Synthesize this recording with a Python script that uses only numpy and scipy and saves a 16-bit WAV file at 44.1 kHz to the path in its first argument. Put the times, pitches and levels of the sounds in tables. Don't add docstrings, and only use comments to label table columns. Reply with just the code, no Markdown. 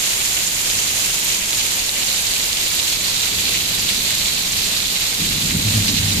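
import sys
import numpy as np
from scipy import signal
from scipy.fft import rfft, irfft
from scipy.io import wavfile
from scipy.ndimage import uniform_filter1d

SR = 44100
rng = np.random.default_rng(int(sys.argv[2]) if len(sys.argv) > 2 else 0)


def store_wav(level_fs):
    pcm = np.round(np.clip(np.atleast_2d(level_fs), -1, 1) * 32767)
    wavfile.write(sys.argv[1], SR, pcm.T.astype(np.int16))


N = 273420
TIME = np.arange(N) / SR
COARSE_TIME = np.linspace(0, N / SR, 4096)
FULL_HZ = np.fft.rfftfreq(N, 1 / SR)

# start_s, level_db (before rise and fade), fade_s
PEALS = [(.7, -38, .25), (2.94, -40, 0.52), (3.29, -35, 0.94), (3.72, -37.5, 0.89), (4.49, -35.5, 0.31),
         (5.06, -44, 0.27)]
# start_s, deep_boom_db, body_db, time_to_peak_s
CLAPS = [(5.183, -48, -30, 0.032), (5.425, -41, -27.5, 0.018), (5.515, -26.5, -22, 0.042),
         (5.64, -19, -30.5, 0.033), (5.724, -17.5, -25, 0.048), (5.87, -34, -27, 0.044),
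         (5.95, -23, -47, 0.087), (6.16, -24.5, -28, 0.032)]
# pitch_hz, width_hz, relative_level_db
MUTTER_MODES = [(97, 41, 2), (165, 60, 0), (214, 86, 0), (346, 195, -3)]
# pitch_hz, width_hz, relative_level_db
BOOM_MODES = [(100, 18, 0), (76, 14, -12.5)]
# pitch_hz, width_hz, relative_level_db
BODY_MODES = [(166, 38, 0), (228, 50, -4.5), (286, 40, -12), (380, 170, -15.5)]
# pitch_hz, width_hz, relative_level_db
RUMBLE_MODES = [(35, 34, 0)]
# frequency_hz, relative_level_db (per Hz)
RAIN_SPECTRUM = [(100, -8.5), (350.0, -8), (700.0, -6.5), (1300.0, -7), (1800.0, -6), (2300.0, -2),
                 (2800.0, -1), (4000.0, -3.5), (5200.0, -2.5), (7500.0, -3), (8700.0, -1), (10300.0, -10),
                 (12000.0, -5.5), (14000, -8.5)]
# centre_s, depth_db
LULLS = [(.5, 1.5), (1.43, 1.5), (1.93, 2)]
# pitch_hz, width_hz, relative_level_db
DROPLETS = [(2347, 810, -2), (2910, 830, 0), (4080, 1340, -2.5), (5390, 2100, 0.5), (7450, 2400, 2),
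            (12200, 3600, 3)]
# peak_s, level_db (before the droplet share), length_s
SPLASHES = [(.704, -14.5, 0.025), (.892, -20, .04), (1.015, -21, 0.055), (1.307, -15, 0.046),
            (1.6, -13, 0.026), (2.34, -24, 0.018), (2.797, -15.5, 0.016), (3.409, -24, .03),
            (3.477, -16, 0.047), (3.55, -16.5, 0.055), (3.89, -17.5, 0.045), (4.101, -18.5, 0.044),
            (4.636, -20, .055), (5.888, -14, .03), (5.97, -14.5, 0.04)]
# time_s, click_level_db (before the slap's colour)
SMACKS = [(0.7017, -2), (1.5314, 5), (1.6314, -7), (1.8934, 5), (2.3372, 2), (2.5304, 4), (3.456, 2),
          (3.8904, 0), (4.804, 0)]
# pitch_hz, width_hz, gain_held_level_db, gain_tilted_up_db
PORT = [(4080, 650, 2.5, 10), (6920, 630, 10.5, 5.5), (8620, 460, -1.5, -5), (9800, 700, 7, .5),
        (11700, 910, -0.5, -3)]
# time_s, tilt (0 level to 1 up)
TILT = [(0, 0.33), (1.4, 0.34), (2.1, 0.67), (3, 0.92), (4.4, 1), (6.2, 0.88)]

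MUTTER_DB, PEAL_RISE_S = -42, 0.044
ROLL_START_S, ROLL_RISE_S, ROLL_DB, ROLL_GROWTH_DB_PER_S = 5.17, 0.041, -31.5, 4
RUMBLE_DB, RUMBLE_HEAVE_DB, RUMBLE_SHARE_DB = -45, 0.5, -9
WASH_DB, PATTER_DB, EASING_DB_PER_S, LULL_S = -21.5, -34, 0.2255, 0.05
TILT_PATTER_DB = 0.83
GOBS_PER_S, GOB_DB, GOB_SPREAD_DB, GOB_S = 9, -20.5, 1.0, 0.014
GOB_HZ, GOB_SPREAD_OCTAVES = 3430, 0.31
GOB_SHARE_DB = -11
FINE_EVENNESS = 0.25
MIC_LAG = 26
EDGE_HZ = 14300


def gain_of(db):
    return 10 ** (np.asarray(db) / 20)


def power_of(db):
    return gain_of(db) ** 2


def evened(x):
    return x / np.sqrt(np.mean(x ** 2) + 1e-20)


def curve(rows, t=TIME):
    return np.interp(t, *np.transpose(rows))


def read(points, hz):
    f, value = np.transpose(points)
    return np.interp(np.log(hz + 1), np.log(f + 1), value)


def drift(rate_hz):
    hz = np.fft.rfftfreq(len(COARSE_TIME), COARSE_TIME[1])
    noise = rfft(rng.standard_normal(len(COARSE_TIME)))
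    slow = irfft(noise / (1 + (hz / rate_hz) ** 4))
    return np.interp(TIME, COARSE_TIME, evened(slow))


def resonance(hz, f, width):
    return 1 / (1 + 1j * (hz ** 2 - f ** 2) / (1.47 * width * hz + 1)) ** 2


def far_peals():
    power = power_of(MUTTER_DB)
    for start, db, fade in PEALS:
        age = np.maximum(TIME - start, 0)
        level = gain_of(db) * np.minimum(age / PEAL_RISE_S, 1) * np.exp(-age / fade)
        power = power + level ** 2
    return power


def near_roll():
    age = np.maximum(TIME - ROLL_START_S, 0)
    rise = np.minimum(age / ROLL_RISE_S, 1)
    return (rise * gain_of(ROLL_DB + ROLL_GROWTH_DB_PER_S * age)) ** 2


def roll(modes, steady_s):
    power_gain = sum(power_of(db) / width * abs(resonance(FULL_HZ, f, width)) ** 3
                     for f, width, db in modes)
    common, apart = rfft(rng.standard_normal((2, N))) * np.sqrt(power_gain)
    side = apart * np.minimum((FULL_HZ / 620) ** 1.4, 1)
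    x = irfft(np.array([common + side, common - side]), N)
    power = abs(signal.hilbert(x.mean(0))) ** 2 / 2
    steady = uniform_filter1d(power, max(int(steady_s * SR), 1))
    return x / np.sqrt(steady + 1e-20)


def thunder(roll_boom_db=-4):
    far, body = far_peals(), near_roll()
    boom = body * power_of(roll_boom_db)
    heave = RUMBLE_HEAVE_DB * drift(rate_hz=2.8)
    deep = power_of(RUMBLE_DB + heave) + (far + body) * power_of(RUMBLE_SHARE_DB)
    for start, boom_db, body_db, swell in CLAPS:
        age = np.maximum(TIME - start, 0) / swell
        surge = age ** 2 * np.exp(1 - age ** 2)
        boom = boom + power_of(boom_db) * surge
        body = body + power_of(body_db) * surge
    near = roll(BOOM_MODES, steady_s=.045) * np.sqrt(boom)
    near = near + roll(BODY_MODES, steady_s=.05) * np.sqrt(body)
    mutter = roll(MUTTER_MODES, steady_s=0.106) * np.sqrt(far)
    rumble = roll(RUMBLE_MODES, steady_s=.25) * np.sqrt(deep)
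    return near + mutter + rumble


def downpour():
    lulls = sum(depth * np.exp(-((TIME - s) / LULL_S) ** 2) for s, depth in LULLS)
    return -EASING_DB_PER_S * TIME - lulls


def drops(per_s, spread_db):
    chance, weight, bearing = rng.random((3, N))
    at = np.flatnonzero(chance < per_s / SR)
    sign = np.where(rng.random(N)[at] < .5, -1, 1)
    size = sign * gain_of(spread_db * np.minimum(-np.log1p(-weight[at]), 4))
    lag = np.round(MIC_LAG * (2 * bearing[at] - 1)).astype(int)
    arrival = (at + lag) % N
    return evened(np.array([np.bincount(at, size, N), np.bincount(arrival, size, N)]))


def colour(x, spectrum):
    hz = abs(np.fft.fftfreq(4096, 1 / SR))
    gain = evened(gain_of(read(spectrum, hz)))
    response = np.exp(np.conj(signal.hilbert(np.log(gain))))
    taps = np.fft.ifft(response).real[:1024]
    return signal.oaconvolve(x, taps[None], axes=1)[:, :N]


def wash(flutter_db=0.57, swell_db=0.5):
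    level = WASH_DB + downpour() + flutter_db * drift(rate_hz=23) + swell_db * drift(rate_hz=7)
    return colour(drops(per_s=22000, spread_db=2), RAIN_SPECTRUM) * gain_of(level)


def run_off(count=120):
    delay, loudness, spread = rng.random((count, 3)).T
    lesser_s = (np.arange(count) + 2 * delay - 1) / GOBS_PER_S
    lesser_db = GOB_DB + GOB_SPREAD_DB * (2 * loudness - 1)
    lesser_length = GOB_S * (.5 + spread)
    lesser = np.transpose([lesser_s, lesser_db, lesser_length])
    s, db, length = np.vstack([SPLASHES, lesser]).T
    pitch = GOB_HZ * 2 ** (GOB_SPREAD_OCTAVES * rng.standard_normal(len(s)))
    return s, db, length, pitch


def splashes(clump_db=3.0, range_octaves=0.66, attack_share=0.46):
    out = np.zeros((2, N))
    s, db, length, centre = run_off()
    patter_db = PATTER_DB + downpour() + TILT_PATTER_DB * curve(TILT)
    age = COARSE_TIME[:, None] - s
    side_share = np.where(age < 0, attack_share, 1 - attack_share)
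    bursts = np.exp(-(age / (length * side_share)) ** 2)
    for pitch, width, size_db in DROPLETS:
        likeness = np.exp(-(np.log2(pitch / centre) / range_octaves) ** 2)
        gob_power = bursts @ (likeness * power_of(db + GOB_SHARE_DB))
        gobs = np.interp(TIME, COARSE_TIME, gob_power)
        unevenness_db = clump_db * (GOB_HZ / pitch) ** FINE_EVENNESS
        patter = power_of(patter_db + unevenness_db * drift(rate_hz=34))
        clicks = drops(per_s=.22 * pitch, spread_db=2.0)
        rings = irfft(rfft(clicks) * resonance(FULL_HZ, pitch, width), N)
        out += evened(rings) * gain_of(size_db) * np.sqrt(gobs + patter)
    return out


def smacks(small_db=-36):
    clicks = gain_of(small_db) * drops(per_s=90, spread_db=0.8)
    lags = rng.integers(-MIC_LAG, MIC_LAG // 2, len(SMACKS))
    for (s, db), lag in zip(SMACKS, lags):
        at = round(s * SR)
        clicks[[0, 1], [at, at + lag]] += gain_of(db)
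    # frequency_hz, relative_level_db
    slap = [(200, -17), (1200, -16), (2000, -13.0), (3000, -1.0), (4500, -2.5), (8000, -17), (14000, -15)]
    return colour(clicks, slap)


def right_port(x):
    hz, t, z = signal.stft(x[1], SR, nperseg=256, noverlap=192)
    tilt = curve(TILT, t)
    db = 0
    for f, width, level, up in PORT:
        band = np.exp(-.5 * ((hz[:, None] - f) / width) ** 2)
        db = db + band * (level + (up - level) * tilt)
    right = signal.istft(z * gain_of(db), SR, nperseg=256, noverlap=192)[1][:N]
    return np.array([x[0], right])


def scene():
    rain = right_port(wash() + splashes() + smacks())
    return rain + thunder()


def record(dry):
    rounded = dry / (1 + (dry / .8) ** 6) ** (1 / 6)
    low_pass = signal.firwin(701, EDGE_HZ, window=("kaiser", 9), fs=SR)
    return signal.oaconvolve(rounded, low_pass[None], "same")


dry = scene()
out = record(dry)
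store_wav(out)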